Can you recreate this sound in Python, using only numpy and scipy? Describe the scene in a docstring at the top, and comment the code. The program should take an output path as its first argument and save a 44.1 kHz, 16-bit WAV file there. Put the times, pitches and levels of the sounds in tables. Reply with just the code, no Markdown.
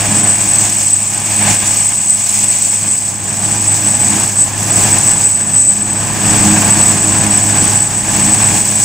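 """A grass pitch, with a helicopter idling some way off, its rotors turning.
The compressor whistles near 8 kHz over its intake hiss; churned air flutters and smears the whistle.
Below it the exhaust roars with a bounce off the ground, the tail rotor drones, the main rotor throbs
faintly and the gearbox sings. A limiter holds the loudest flares of the whistle."""
import sys
import numpy as np
from scipy.fft import rfft, irfft, next_fast_len
from scipy.io import wavfile
from scipy.ndimage import uniform_filter1d, minimum_filter1d, map_coordinates

SR = 44100
rng = np.random.default_rng(int(sys.argv[2]) if len(sys.argv) > 2 else 0)


def wav_out(sig):
    """Save sig, one row per channel (or a flat mono array), as 16-bit PCM at SR to the path in sys.argv[1]."""
    wavfile.write(sys.argv[1], SR, np.round(np.clip(np.atleast_2d(sig).T, -1, 1) * 32767).astype(np.int16))


N = 389844
COMPRESSOR_BLADES = 19
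MAIN_BLADE_HZ, TAIL_BLADE_HZ = 17.2, 103.5
SIDES = np.array([[1], [-1]])  # opposite signs for left and right


# The compressor's blade-pass note, sagging slightly: time_s, pitch_hz
WHISTLE_PITCH = [(0, 8060), (2.5, 8059), (3.0, 8046), (3.5, 8033), (7.8, 8031), (8.84, 8038)]
# Weaker tones around the whistle: shaft_harmonic, level_db
SHAFT_TONES = [(13, -26.5), (15, -27), (16, -20.5), (17, -10), (21, -18.5), (23, -28), (25, -32),
               (27, -30.5), (30, -33), (32, -39), (34, -31), (36, -24.5)]

def compressor(whistle_db, halo_db, tones_db):
    """Spinning blades whistle; eddies bend the direct sound and scatter a halo around it."""
    shaft = angle(curves(WHISTLE_PITCH)[0] / COMPRESSOR_BLADES)
    wander = 0.73 * wobble(14) + 0.45 * wobble(70)
    stereo_skew = np.exp(1j * 0.11 * SIDES * wobble(13))
    flutter = unit(amp(0.96 * wobble(65) + 0.72 * wobble(190) + 0.6 * SIDES * wobble(15)))
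    direct = amp(whistle_db) * flutter * np.exp(1j * wander)
    around = scatter(width_hz=34, edge_hz=360) + 0.25 * SIDES * scatter(width_hz=40, edge_hz=400)
    halo = amp(halo_db + 1.0) * around
    whistle = (direct + halo) * np.exp(1j * COMPRESSOR_BLADES * shaft)
    tones = 0
    for order, db in SHAFT_TONES:
        blur_hz = 7 * (order / COMPRESSOR_BLADES) ** 2  # eddies blur shorter waves more
        tones = tones + amp(db) * scatter(blur_hz, edge_hz=82) * np.exp(1j * order * shaft)
    return np.sqrt(2) * np.real(stereo_skew * (whistle + amp(tones_db) * tones))


# Broad, bright air hiss: frequency_hz, level_db
HISS_EQ = [(1500, -45), (3900, -13.5), (5000, -5.5), (6000, -1.5), (6800, 1), (8500, -3), (9500, -7),
           (10500, -13), (13000, -20.5), (15500, -16)]
# The intake duct's hump near the whistle: frequency_hz, level_db
DUCT_EQ = [(5500, -45), (6500, -9), (7100, -6.5), (7700, 1.5), (8300, -6.5), (8900, -16), (10000, -49)]

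def intake(hiss_db, halo_db, main_phase):
    """Air hisses as it rushes into the engine, fluttering in the rotor wash."""
    flutter = unit(amp(1.12 * wobble(30) + 1.23 * wobble(110) + 0.19 * np.cos(2 * main_phase)))
    hiss = amp(hiss_db + 3.5) * rush(lambda hz: along(HISS_EQ, hz))
    hump = amp(halo_db - 4.0) * rush(lambda hz: along(DUCT_EQ, hz))
    return flutter * (hiss + hump)


# The exhaust's low body: frequency_hz, level_db
RUMBLE_EQ = [(10, -29), (28, -11), (70, -8), (120, -1), (200, -0.5), (260, -5), (380, -10.5), (480, -20),
             (700, -22), (1500, -78)]
# Pipe resonances in the rumble: centre_hz, width_hz, boost_db
PIPE_RESONANCES = [(153.4, 4.4, 6), (314.5, 23, 8), (415.3, 16, 8.5)]
# The jet's midrange: frequency_hz, level_db
ROAR_EQ = [(200, -42), (430, -10.5), (600, -1), (850, -2.5), (1300, -7), (1700, -3.5), (2100, -13),
           (2800, -19.5), (4000, -19), (6000, -13), (12000, -60)]
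# The jet's raspy edge: frequency_hz, level_db
RASP_EQ = [(1400, -49), (2000, -3.5), (2400, 0.5), (2800, -1), (3050, -5), (3400, -3.5), (3900, -11.5),
           (4700, -9.5), (7000, -37), (14000, -40)]

def exhaust(rumble_db, roar_db, rasp_db, main_phase, tail_phase):
    """The pipe rumbles and resonates; both rotors lightly chop the jet's roar and rasp."""
    def rumble_eq(hz):
        peaks = sum(db / (1 + (2 * (hz - centre) / width) ** 2) for centre, width, db in PIPE_RESONANCES)
        return along(RUMBLE_EQ, hz) + peaks

    rumble = amp(rumble_db - 1.4) * rush(rumble_eq)
    slap_db = 0.25 * np.cos(main_phase) + 0.5 * np.cos(2 * main_phase) + 0.4 * np.cos(4 * main_phase)
    chop = unit(amp(slap_db + 0.46 * np.cos(tail_phase) + 1.04 * wobble(40) + 0.5 * wobble(250)))
    roar = amp(roar_db + 0.31) * rush(lambda hz: along(ROAR_EQ, hz) + ground_bounce_db(hz))
    rasp = amp(rasp_db + 1.1) * rush(lambda hz: along(RASP_EQ, hz))
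    return rumble + chop * (roar + rasp)


def ground_bounce_db(hz, delay_s=0.001073, share=0.31, fade_hz=2550):
    """Comb colour of the direct sound plus its bounce off the grass, which swallows the treble."""
    bounce = share / (1 + (hz / fade_hz) ** 2)
    return 20 * np.log10(np.abs(1 + bounce * np.exp(-2j * np.pi * hz * delay_s)) + 1e-6)


# Slow fader ride on the drone's fundamental: time_s, level_db
DRONE_RIDE = [(0.0, -23.5), (1.38, -23.5), (2.49, -25.0), (3.57, -21.5), (4.95, -23.0), (6.32, -24),
              (7.66, -24), (7.99, -21), (8.16, -25), (8.84, -24.5)]
# Fader ride on its overtones: time_s, level_db
OVERTONE_RIDE = [(0.0, -34), (0.11, -26), (1.65, -29), (2.62, -25), (2.71, -28), (3.64, -26), (3.72, -37),
                 (3.89, -26.0), (4.98, -33.5), (5.14, -26.5), (5.81, -23.5), (7.11, -28.5), (7.29, -23),
                 (7.95, -32), (8.11, -27), (8.84, -23.5)]
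# The drone's low overtones: blade_harmonic, level_db
TAIL_OVERTONES = [(2, 1.5), (3, -7), (4, -24)]
# The buzz on top: blade_harmonic, level_db
TAIL_BUZZ = [(5, -20.5), (6, -21), (7, -14), (8, -13), (9, -35), (10, -23)]

def tail_rotor(phase, low_swell, roar_db):
    """Fast blades drone under overtones and a buzz that gusts shake more; all swell with the roar."""
    fade = unit(amp(2.5 * wobble(8)))
    drone_gain = amp(-27 + 1.02 * low_swell + swell(DRONE_RIDE))
    drone = drone_gain * harmonics([(1, 0)], phase, unsteady_db=1.2, smear_rad=0.15)
    overtone_gain = amp(-32 + 1.25 * low_swell + swell(OVERTONE_RIDE)) * fade
    overtones = overtone_gain * harmonics(TAIL_OVERTONES, phase, unsteady_db=1.0, smear_rad=0.15)
    shaken = phase + 0.13 * wobble(60)
    buzz = amp(roar_db - 1) * harmonics(TAIL_BUZZ, shaken, unsteady_db=3.0, smear_rad=0.27)
    return drone + overtones + buzz


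# The main rotor's throb: blade_harmonic, level_db
THROB = [(1, -23), (2, -26), (3, -24), (5, -21), (8, -13.5), (11, -15.5), (13, -24)]

def main_rotor(phase, rumble_db):
    """Pressure pulses from the big blades throb faintly under the rumble."""
    return amp(rumble_db) * harmonics(THROB, phase, unsteady_db=0, smear_rad=0.062)


# Gear mesh tones: pitch_hz, level_db
GEAR_TONES = [(1226, -22), (1635, -22), (2114, -25)]

def gearbox(roar_db):
    """Meshing teeth sing faint, wavering tones."""
    tones = sum(amp(db + 3.9 * wobble(4.5)) * np.sin(angle(hz) + 0.7 * wobble(15))
                for hz, db in GEAR_TONES)
    return amp(roar_db) * np.sqrt(2) * tones


def harmonics(orders, phase, unsteady_db, smear_rad):
    """A rotor's pressure harmonics; gusty inflow shakes the phase of the higher ones more."""
    stereo_skew = 0.2 * SIDES * wobble(17)
    tones = 0
    for order, db in orders:
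        gain = amp(db + unsteady_db * wobble(7))
        shaken = phase + smear_rad * wobble(12)
        tones = tones + gain * np.sin(order * shaken + stereo_skew + 2 * np.pi * rng.random())
    return np.sqrt(2) * tones


def scatter(width_hz, edge_hz):
    """Random complex gain of rms 1: a tone's many paths through eddies."""
    step = 8
    size = next_fast_len(N // step + 2)
    hz = np.fft.fftfreq(size, step / SR)
    real, imag = rng.standard_normal((2, size))
    rolloff = np.sqrt((1 + (hz / width_hz) ** 2) * (1 + (hz / edge_hz) ** 2))
    paths = np.fft.ifft((real + 1j * imag) / rolloff)
    return unit(np.interp(np.arange(N) / step, np.arange(size), paths))


# How alike the noise is left and right: frequency_hz, correlation
STEREO_LIKENESS = [(25, .6), (70, .8), (300, .8), (640, .9), (1400, .8), (3000, .55), (5000, .72),
                   (7500, .85), (13000, .72)]

def rush(colour_db):
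    """Stereo noise of rms 1 with the given colour, partly alike in the two channels."""
    def mid_side_gains(hz):
        spread = np.arccos(along(STEREO_LIKENESS, hz)) / 2
        return amp(colour_db(hz)) * [np.cos(spread), np.sin(spread)]

    mid, side = filtered(rng.standard_normal((2, N)), mid_side_gains)
    return unit(np.array([mid + side, mid - side]))


def amp(db):
    """Decibels to gain."""
    return 10 ** (np.asarray(db) / 20)


def unit(x):
    """Scaled to rms 1."""
    return x / np.sqrt(np.mean(np.abs(x) ** 2) + 1e-20)


def along(points, hz):
    """An EQ-style curve read on a log frequency axis."""
    frequencies, values = np.transpose(points)
    return np.interp(np.log(hz + 1), np.log(frequencies + 1), values)


def curves(rows):
    """One value per sample for each column after the time."""
    time_s, *columns = np.transpose(rows)
    return [np.interp(np.arange(N) / SR, time_s, column) for column in columns]


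def swell(ride):
    """A fader ride in dB about its own mean."""
    db, = curves(ride)
    return db - db.mean()


def wobble(rate_hz):
    """A smooth random curve through rate_hz knots a second."""
    coarse = np.arange(0, N + 16, 16)
    knots = rng.standard_normal(int(N * rate_hz / SR) + 4)
    smooth = map_coordinates(knots, [coarse * rate_hz / SR], mode="nearest")
    return np.interp(np.arange(N), coarse, smooth)


def angle(hz):
    """Running phase of something turning at hz."""
    return 2 * np.pi * np.cumsum(hz * np.ones(N)) / SR


def filtered(x, response):
    """x shaped by a gain for each frequency."""
    size = next_fast_len(N + SR // 4)
    return irfft(rfft(x, size) * response(np.fft.rfftfreq(size, 1 / SR)), size)[..., :N]


# The whistle flares and fades: time_s, level_db
WHISTLE_RIDE = [(0.0, -15.5), (0.34, -8), (0.38, -12.5), (0.92, -10), (1.2, -22), (1.33, -12.5),
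                (2.1, -10.5), (2.83, -13.5), (2.88, -8.5), (3.28, -21.5), (3.45, -13), (4.28, -11),
                (4.34, -20), (4.42, -4.5), (4.5, -20), (4.63, -13.5), (5.32, -10.0), (5.45, -15),
                (5.62, -4), (5.73, -13), (6.15, -17), (6.36, -10), (6.65, -11), (6.81, -9), (7.12, -8),
                (7.24, -15), (7.3, -11), (7.94, -11), (8.04, -17.5), (8.31, -8.5), (8.78, -14.5),
                (8.84, -9)]
# The treble comes and goes on its own: time_s, level_db
HISS_RIDE = [(0.0, -19.5), (0.37, -22), (0.64, -18), (1.19, -24), (1.54, -15.5), (1.58, -21.5),
             (1.73, -17.5), (2.05, -25.5), (2.33, -18.5), (2.81, -23.0), (3.03, -27.0), (3.21, -28),
             (3.42, -23.5), (4.25, -19.5), (4.51, -26.5), (4.78, -17.5), (5.24, -20.0), (5.29, -24.5),
             (5.45, -28.5), (5.51, -24.5), (5.8, -26.0), (6.0, -26), (6.36, -18), (6.88, -18.0),
             (7.05, -22), (7.6, -20.5), (7.65, -16), (7.74, -20), (7.96, -25), (8.19, -19.0), (8.49, -21),
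             (8.59, -17), (8.74, -20.5), (8.84, -17.5)]
# The low roar and rumble swell and fade, with a few sudden dips: time_s, level_db
LOW_RIDE = [(0.0, -18.5), (0.27, -18.0), (0.37, -23), (0.66, -19.5), (0.69, -23.0), (0.99, -26.5),
            (1.33, -22), (1.5, -15), (1.59, -24), (1.63, -20.0), (2.08, -28.5), (2.5, -23), (2.61, -28),
            (2.87, -25), (2.99, -28.5), (3.47, -21.5), (3.64, -22), (4.23, -19.5), (4.26, -22),
            (4.49, -23.5), (4.79, -16.0), (5.25, -21), (5.31, -26.5), (5.52, -23), (5.64, -26.5),
            (6.45, -13.0), (7.07, -18), (7.14, -15), (7.45, -20.5), (7.63, -15.5), (7.87, -21),
            (8.0, -21.5), (8.17, -17), (8.6, -18.5), (8.67, -23), (8.84, -20.5)]
# The exhaust grows duller, rumble up and rasp down: time_s, tilt_db
DULLING = [(0, -0.7), (2.6, -2), (3.3, 0.66), (8.84, 0.53)]
# Stereo balance across the spectrum: frequency_hz, left_minus_right_db
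BALANCE = [(30, 1), (100, -1), (200, -2), (1300, -1.7), (2700, -3.5), (3700, -3), (4800, 0), (6500, 1.5),
           (8000, .2), (14000, 1.2)]

def scene():
    """The mix from beside the pitch; each layer swells with the sounds nearest in frequency."""
    ripple = 0.62 * wobble(16)  # small eddies
    low_swell = swell(LOW_RIDE) + ripple
    hiss_swell = swell(HISS_RIDE) + ripple
    whistle_swell = swell(WHISTLE_RIDE) + 2 * wobble(20)
    tilt_db, = curves(DULLING)
    # each fader: a resting level plus its share of the swells
    whistle_db = -16.5 + 1.27 * whistle_swell
    halo_db = -17.5 + 0.49 * hiss_swell + 0.43 * whistle_swell
    tones_db = -17.5 + 0.85 * hiss_swell
    hiss_db = -26 + hiss_swell
    rumble_db = -25 + 1.14 * low_swell + tilt_db
    roar_db = -26.5 + 1.07 * low_swell
    rasp_db = -30 + 0.63 * low_swell + 0.43 * hiss_swell - tilt_db
    main_phase, tail_phase = angle(MAIN_BLADE_HZ), angle(TAIL_BLADE_HZ)
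    throb = main_rotor(main_phase, rumble_db)
    engine = (compressor(whistle_db, halo_db, tones_db)
              + intake(hiss_db, halo_db, main_phase)
              + exhaust(rumble_db, roar_db, rasp_db, main_phase, tail_phase))
    mix = engine + throb + tail_rotor(tail_phase, low_swell, roar_db) + gearbox(roar_db)
    return filtered(mix, lambda hz: amp(SIDES / 2 * along(BALANCE, hz)))


def record(dry):
    """A fast limiter holds the flares, a soft clip rounds what slips past, and the very top is cut."""
    threshold_db, ceiling, hardness, top_hz = 2.0, 0.99, 9, 15690
    needed_gain = np.minimum(1, amp(threshold_db) / (np.abs(dry).max(axis=0) + 1e-9))
    held = dry * uniform_filter1d(minimum_filter1d(needed_gain, size=180), size=120)
    rounded = held / (1 + np.abs(held / ceiling) ** hardness) ** (1 / hardness)
    return filtered(rounded, lambda hz: hz < top_hz)


dry = scene()
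out = record(dry)
wav_out(out)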